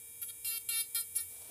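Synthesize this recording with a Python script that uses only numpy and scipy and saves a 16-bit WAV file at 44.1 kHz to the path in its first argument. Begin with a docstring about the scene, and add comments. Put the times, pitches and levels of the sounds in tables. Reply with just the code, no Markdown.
"""A motor whine with bearing tones and hiss: a handheld podiatry drill runs close by in a small room.
It is pressed to a toenail five times. The bur chatters against the nail (a buzz) and drags its grit
across it (a bright rasp); the load slows the motor, so the pitch sags.
Room tone and a low hum lie underneath; at the end a gloved hand shifts with a soft rustle."""
import sys
import numpy as np
from scipy import signal
from scipy.fft import rfft, irfft
from scipy.io import wavfile
from scipy.ndimage import uniform_filter1d

SR = 44100
rng = np.random.default_rng(int(sys.argv[2]) if len(sys.argv) > 2 else 0)


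def output_pcm(signal):
    """Save a mono or channel-first signal as 16-bit PCM at the path in sys.argv[1].

    Samples are clipped to [-1, 1] before scaling.
    """
    pcm = np.clip(np.atleast_2d(signal).T, -1, 1) * 32767
    wavfile.write(sys.argv[1], SR, np.round(pcm).astype(np.int16))


N = 66150
TIME = np.arange(N) / SR
IDLE_HZ = 466.7  # turns per second without load


def from_db(db):
    """Amplitude ratio of a level in decibels."""
    return 10 ** (np.asarray(db) / 20)


def rms_one(x):
    """Normalisation to unit rms."""
    return x / np.sqrt(np.mean(x ** 2) + 1e-20)


def in_time(rows):
    """Linear interpolation between (time, value) points."""
    return np.interp(TIME, *np.transpose(rows))


def at_hz(points, hz):
    """Interpolation of a spectrum on a log-frequency axis."""
    points = np.array(points)
    return np.interp(np.log(hz + 1e-9), np.log(points[:, 0]), points[:, 1])


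def resonance(hz, centre_hz, width_hz):
    """Lorentzian resonance curve, 1 at its centre."""
    return 1 / (1 + (2 * (hz - centre_hz) / width_hz) ** 2)


def drift(corner_hz=14.1):
    """Slow random fluctuation: low-passed noise, rms near 1."""
    step = 40  # samples between control points
    pole = np.exp(-2 * np.pi * corner_hz * step / SR)
    white = rng.standard_normal(N // step + 2002)
    slow = signal.lfilter([1], [1, -2 * pole, pole * pole], white)[2000:]
    return np.interp(np.arange(N) / step, np.arange(len(slow)), rms_one(slow))


def noise(spectrum):
    """Spectral shaping of white noise, at unit rms."""
    hz = np.arange(N // 2 + 1) * SR / N
    return rms_one(irfft(rfft(rng.standard_normal(N)) * from_db(at_hz(spectrum, hz)), N))


def partial(phase, scatter_rad, wobble_db):
    """A sinusoid under random phase and amplitude modulation, rms near 1."""
    return np.sqrt(2) * np.cos(phase + scatter_rad * drift()) * from_db(wobble_db * drift())


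# Spectrum of the room tone: (frequency [Hz], relative density [dB])
ROOM_TONE_SPECTRUM = [(25, -32), (55, -6), (90, 1.5), (140, -8.5), (360, -12.5), (600, -18), (1200, -24),
                      (3000, -29.5)]

def room_tone():
    """Stationary ambient noise, strongest in the bass."""
    return from_db(-69.5) * noise(ROOM_TONE_SPECTRUM)


# Envelope of the hum: (time [s], level [dB])
HUM_ENVELOPE = [(0, -96), (.36, -71.5), (.55, -78), (.95, -76), (1.28, -68), (1.42, -76)]

def hum(hz=90):
    """Random modulation makes a low tone waver."""
    return from_db(in_time(HUM_ENVELOPE)) * partial(2 * np.pi * hz * TIME, scatter_rad=1, wobble_db=1.5)


# Envelope of the rustle: (time [s], level [dB])
RUSTLE_ENVELOPE = [(1.26, -82), (1.32, -59.5), (1.39, -62), (1.47, -55.5), (1.5, -55)]
# Spectrum of the rustle: (frequency [Hz], relative density [dB])
RUSTLE_SPECTRUM = [(150, -9), (350, 0), (700, 3), (1100, -7), (2000, -10), (4500, -5.5), (8000, -6)]

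def glove_rustle(start_s=1.26):
    """Friction of a shifting glove gives noise of uneven level."""
    level_db = in_time(RUSTLE_ENVELOPE) + 2 * drift(corner_hz=70)
    return from_db(level_db) * noise(RUSTLE_SPECTRUM) * (TIME > start_s)


def reverberation(x, t60_s=0.22):
    """Diffuse reflections in a small room arrive after 3 ms and decay exponentially."""
    t = TIME[:SR // 2]
    tail = rng.standard_normal(len(t)) * from_db(-60 * t / t60_s) * (t > .003)
    return signal.fftconvolve(x, tail / np.sqrt(np.sum(tail ** 2)))[:N]


# Spectrum of the handpiece's hiss: (frequency [Hz], relative density [dB])
HISS_SPECTRUM = [(1000, -35.5), (2000, -14.5), (4000, -17.5), (6000, -11.5), (7400, -0.5), (9500, 5.5),
                 (10800, 4), (12500, -1), (15000, 3)]

def hiss(angle):
    """Rotation modulates the amplitude of broadband noise once a turn."""
    return from_db(-49.5) * noise(HISS_SPECTRUM) * (1 + 0.16 * np.cos(angle))


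# Bearing tones: (frequency at idle [Hz], relative level [dB])
BEARING_TONES = [(7714, -69), (9195, -59), (9663, -69), (10131, -64), (10282, -63), (10384, -66),
                 (10745, -66), (11612, -64), (12543, -69), (12613, -63), (12732, -69), (13550, -72),
                 (14023, -69), (14955, -68)]

def bearings(angle):
    """Bearings vibrate at inharmonic frequencies proportional to the shaft speed."""
    return sum(from_db(db + 1.5) * partial(hz / IDLE_HZ * angle, scatter_rad=0.48, wobble_db=0.5)
               for hz, db in BEARING_TONES)


# Partials of the motor: (multiple of the shaft speed [1], level [dB])
MOTOR_ORDERS = [(1, -75.5), (2, -82), (3, -85.5), (3.83, -83.5), (5, -66.5), (6, -82), (7, -74), (8, -73),
                (11, -78.5), (14, -73)]

def motor_whine(angle):
    """A rotor radiates tones at fixed multiples of its rotation frequency."""
    return sum(from_db(db) * partial(k * angle, scatter_rad=0.027, wobble_db=.6)
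               for k, db in MOTOR_ORDERS)


# Nearness of the handpiece: (time [s], gain [dB])
NEARNESS = [(0, -1.5), (.4, -0.5), (.9, 0), (1.1, 1), (1.28, 1.5), (1.5, -1.5)]

def handpiece(angle):
    """Level depends on distance: bearing tones and hiss swell and fade as the handpiece is moved."""
    return motor_whine(angle) + from_db(in_time(NEARNESS)) * (bearings(angle) + hiss(angle))


# The spot of nail met at each touch: (start [s], bite gain [dB], phase spread [rad],
# upper nail resonance [Hz], its gain [dB], lower nail resonance [Hz], its gain [dB],
# rasp resonance [Hz], its gain [dB])
SPOTS = [(0.216, -1, 1.0, 5100, -9, 1500, 6, 11600, 5), (0.446, -3, 1.3, 2730, 4, 1850, -6, 12000, 2),
         (0.688, -4, 1.3, 3200, 2, 900, -2, 10050, 3), (0.9465, -6, 1.4, 2780, -6, 1850, 7, 12000, 3),
         (1.150, -9, .1, 5520, 12, 1850, 8, 10800, 2)]

def harmonic_series(angle, harmonics, spot, scatter, wobble_db):
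    """Periodic contact gives harmonics of the shaft speed, with new phase offsets on each spot."""
    spread_rad = np.array(SPOTS)[spot, 2]
    wave = np.zeros(N)
    for k, db in harmonics:
        offset = spread_rad * rng.standard_normal(len(SPOTS))[spot]
        wave += from_db(db) * partial(k * angle + offset, scatter * spread_rad, wobble_db)
    return wave / np.sqrt(uniform_filter1d(wave ** 2, size=480) + 1e-12)  # steady unit rms


# Sag under load, one value a touch: (loss of shaft speed [Hz])
SAG_HZ = [.5, 11.8, 10.3, 7.2, 9.0]

def bur_speed(lag_s=0.0297):
    """Turns per second: the motor slows under load and recovers with a first-order lag."""
    sag = sum(hz * ((TIME > start) & (TIME < touch[-1][0]))
              for hz, (start, *_), touch in zip(SAG_HZ, SPOTS, TOUCHES))
    pole = np.exp(-1 / (lag_s * SR))
    return IDLE_HZ - signal.lfilter([1 - pole], [1, -pole], sag)


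# Scrape as the bur first bites: (frequency [Hz], relative density [dB])
BITE_SPECTRUM = [(300, -15), (1000, -24.5), (2000, -14), (4000, -17.5), (6300, -20), (8500, -2),
                 (11000, 8.5), (13000, 2), (15500, -3)]
# Loose grains: (frequency [Hz], relative density [dB])
GRIT_SPECTRUM = [(500, -31), (1200, -32), (2500, -36.5), (5000, -18), (6500, -13.5), (8500, -18.5),
                 (10800, 0), (13000, -15), (15500, -13.5)]

def grit(angle, spot, bite_decay_s=0.025):
    """Friction noise of loose grains and a decaying first bite, bunched at the bur's high spot."""
    start, bite_db = np.array(SPOTS)[spot, :2].T
    bite = from_db(bite_db - 1.5) * np.exp(-np.abs(TIME - start) / bite_decay_s) * noise(BITE_SPECTRUM)
    grains = from_db(-11) * noise(GRIT_SPECTRUM)
    bunching = rms_one(np.exp(0.62 * np.cos(angle)))
    return (grains + bite) * bunching


# Spectral envelope of the rasp: (frequency [Hz], relative level [dB])
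RASP_SPECTRUM = [(6500, -40), (7500, -12), (8500, -14), (9500, -6.5), (10500, -1.5), (11900, -4),
                 (13000, -9.5), (14500, -16.5), (15500, -15.5)]
# Narrow resonances of the bur and its shank: (frequency [Hz], width [Hz], gain [dB])
SHANK_MODES = [(10820, 210, -3.5), (12320, 69, 7.5), (11850, 20, 10.5)]

def rasp(speed, angle, spot):
    """Periodic abrasion: high harmonics sweep through the shank's resonances as the speed changes."""
    ring_hz, ring_db = np.array(SPOTS)[spot, 7:].T
    harmonics = []
    for k in range(15, 34):
        hz = k * speed
        spot_db = ring_db * resonance(hz, ring_hz, width_hz=700)
        shank_db = sum(db * resonance(hz, centre, width) for centre, width, db in SHANK_MODES)
        harmonics.append((k, at_hz(RASP_SPECTRUM, hz) + spot_db + shank_db))
    return harmonic_series(angle, harmonics, spot, scatter=.6, wobble_db=4)


# Harmonics of the nail's buzz: (multiple of the shaft speed [1], relative level [dB])
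BUZZ_HARMONICS = [(1, -26), (2, -24), (3, -11), (4, -12), (5, -1), (6, -3.5), (7, -.5), (8, -1.5), (9, 0),
                  (10, -3), (11, -2), (12, -8), (13, -19), (14, -15)]

def buzz(speed, angle, spot):
    """Forced vibration: the bur chatters on the nail at shaft-speed harmonics, odd ones stronger."""
    upper_hz, upper_db, lower_hz, lower_db = np.array(SPOTS)[spot, 3:7].T
    harmonics = []
    for k, db in BUZZ_HARMONICS:
        upper = upper_db * resonance(k * speed, upper_hz, width_hz=450)
        lower = lower_db * resonance(k * speed, lower_hz, width_hz=450)
        harmonics.append((k, db + upper + lower))
    return from_db(1.5) * harmonic_series(angle, harmonics, spot, scatter=0.63, wobble_db=3.5)


# How hard the bur grinds, one list a touch: (time [s], buzz gain [dB], rasp gain [dB])
TOUCHES = [
    [(0.22, -67, -38), (0.23, -50.5, -38), (0.242, -59, -42), (0.262, -112, -49), (0.288, -56, -43.5),
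     (0.306, -52, -45), (0.325, -95, -66)],
    [(0.45, -48, -38), (0.49, -46.5, -36.5), (0.564, -47.5, -39.5), (0.58, -48.5, -34.5),
     (0.606, -102, -86), (0.615, -78, -68)],
    [(0.69, -44.5, -32), (0.71, -43.5, -39), (0.812, -41, -33), (0.85, -71.5, -58), (0.858, -95, -71),
     (0.865, -82, -70)],
    [(0.95, -49, -31.5), (0.958, -40.5, -32.5), (0.974, -41.5, -35.5), (0.992, -45, -35.5),
     (1.012, -54, -35.5), (1.026, -55, -47), (1.065, -92, -68)],
    [(1.15, -67, -44), (1.158, -52, -37), (1.166, -57.5, -26.5), (1.192, -47.5, -44.5),
     (1.208, -57.5, -35.5), (1.242, -68, -53), (1.26, -82, -54)],
]

def grinding(speed, angle, attack_s=.0007):
    """Contact force sets the amplitude: each touch starts abruptly, then follows the hand."""
    starts = [row[0] for row in SPOTS]
    spot = np.maximum(np.searchsorted(starts, TIME) - 1, 0)  # row of SPOTS at each sample
    buzz_gain, rasp_gain = np.zeros((2, N))
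    for start, touch in zip(starts, TOUCHES):
        times, buzz_db, rasp_db = np.transpose(touch)
        contact = np.clip((TIME - start) / attack_s, 0, 1) * (TIME <= times[-1])
        buzz_gain += contact * from_db(np.interp(TIME, times, buzz_db))
        rasp_gain += contact * from_db(np.interp(TIME, times, rasp_db))
    chatter = buzz(speed, angle, spot)
    abrasion = rasp(speed, angle, spot) + grit(angle, spot)
    return buzz_gain * chatter + rasp_gain * abrasion


def scene():
    """Superposition of all sources, alike in both channels; one shaft angle drives the whole drill."""
    speed = bur_speed()
    angle = 2 * np.pi * np.cumsum(speed) / SR
    nail = grinding(speed, angle)
    drill = nail + from_db(-13) * reverberation(nail) + handpiece(angle)
    mono = drill + hum() + glove_rustle() + room_tone()
    return np.array([mono, mono])


def record(dry, cutoff_hz=15200):
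    """An elliptic low-pass filter cuts the highest treble steeply."""
    return signal.sosfilt(signal.ellip(12, .1, 80, cutoff_hz, fs=SR, output="sos"), dry)


dry = scene()
out = record(dry)
output_pcm(out)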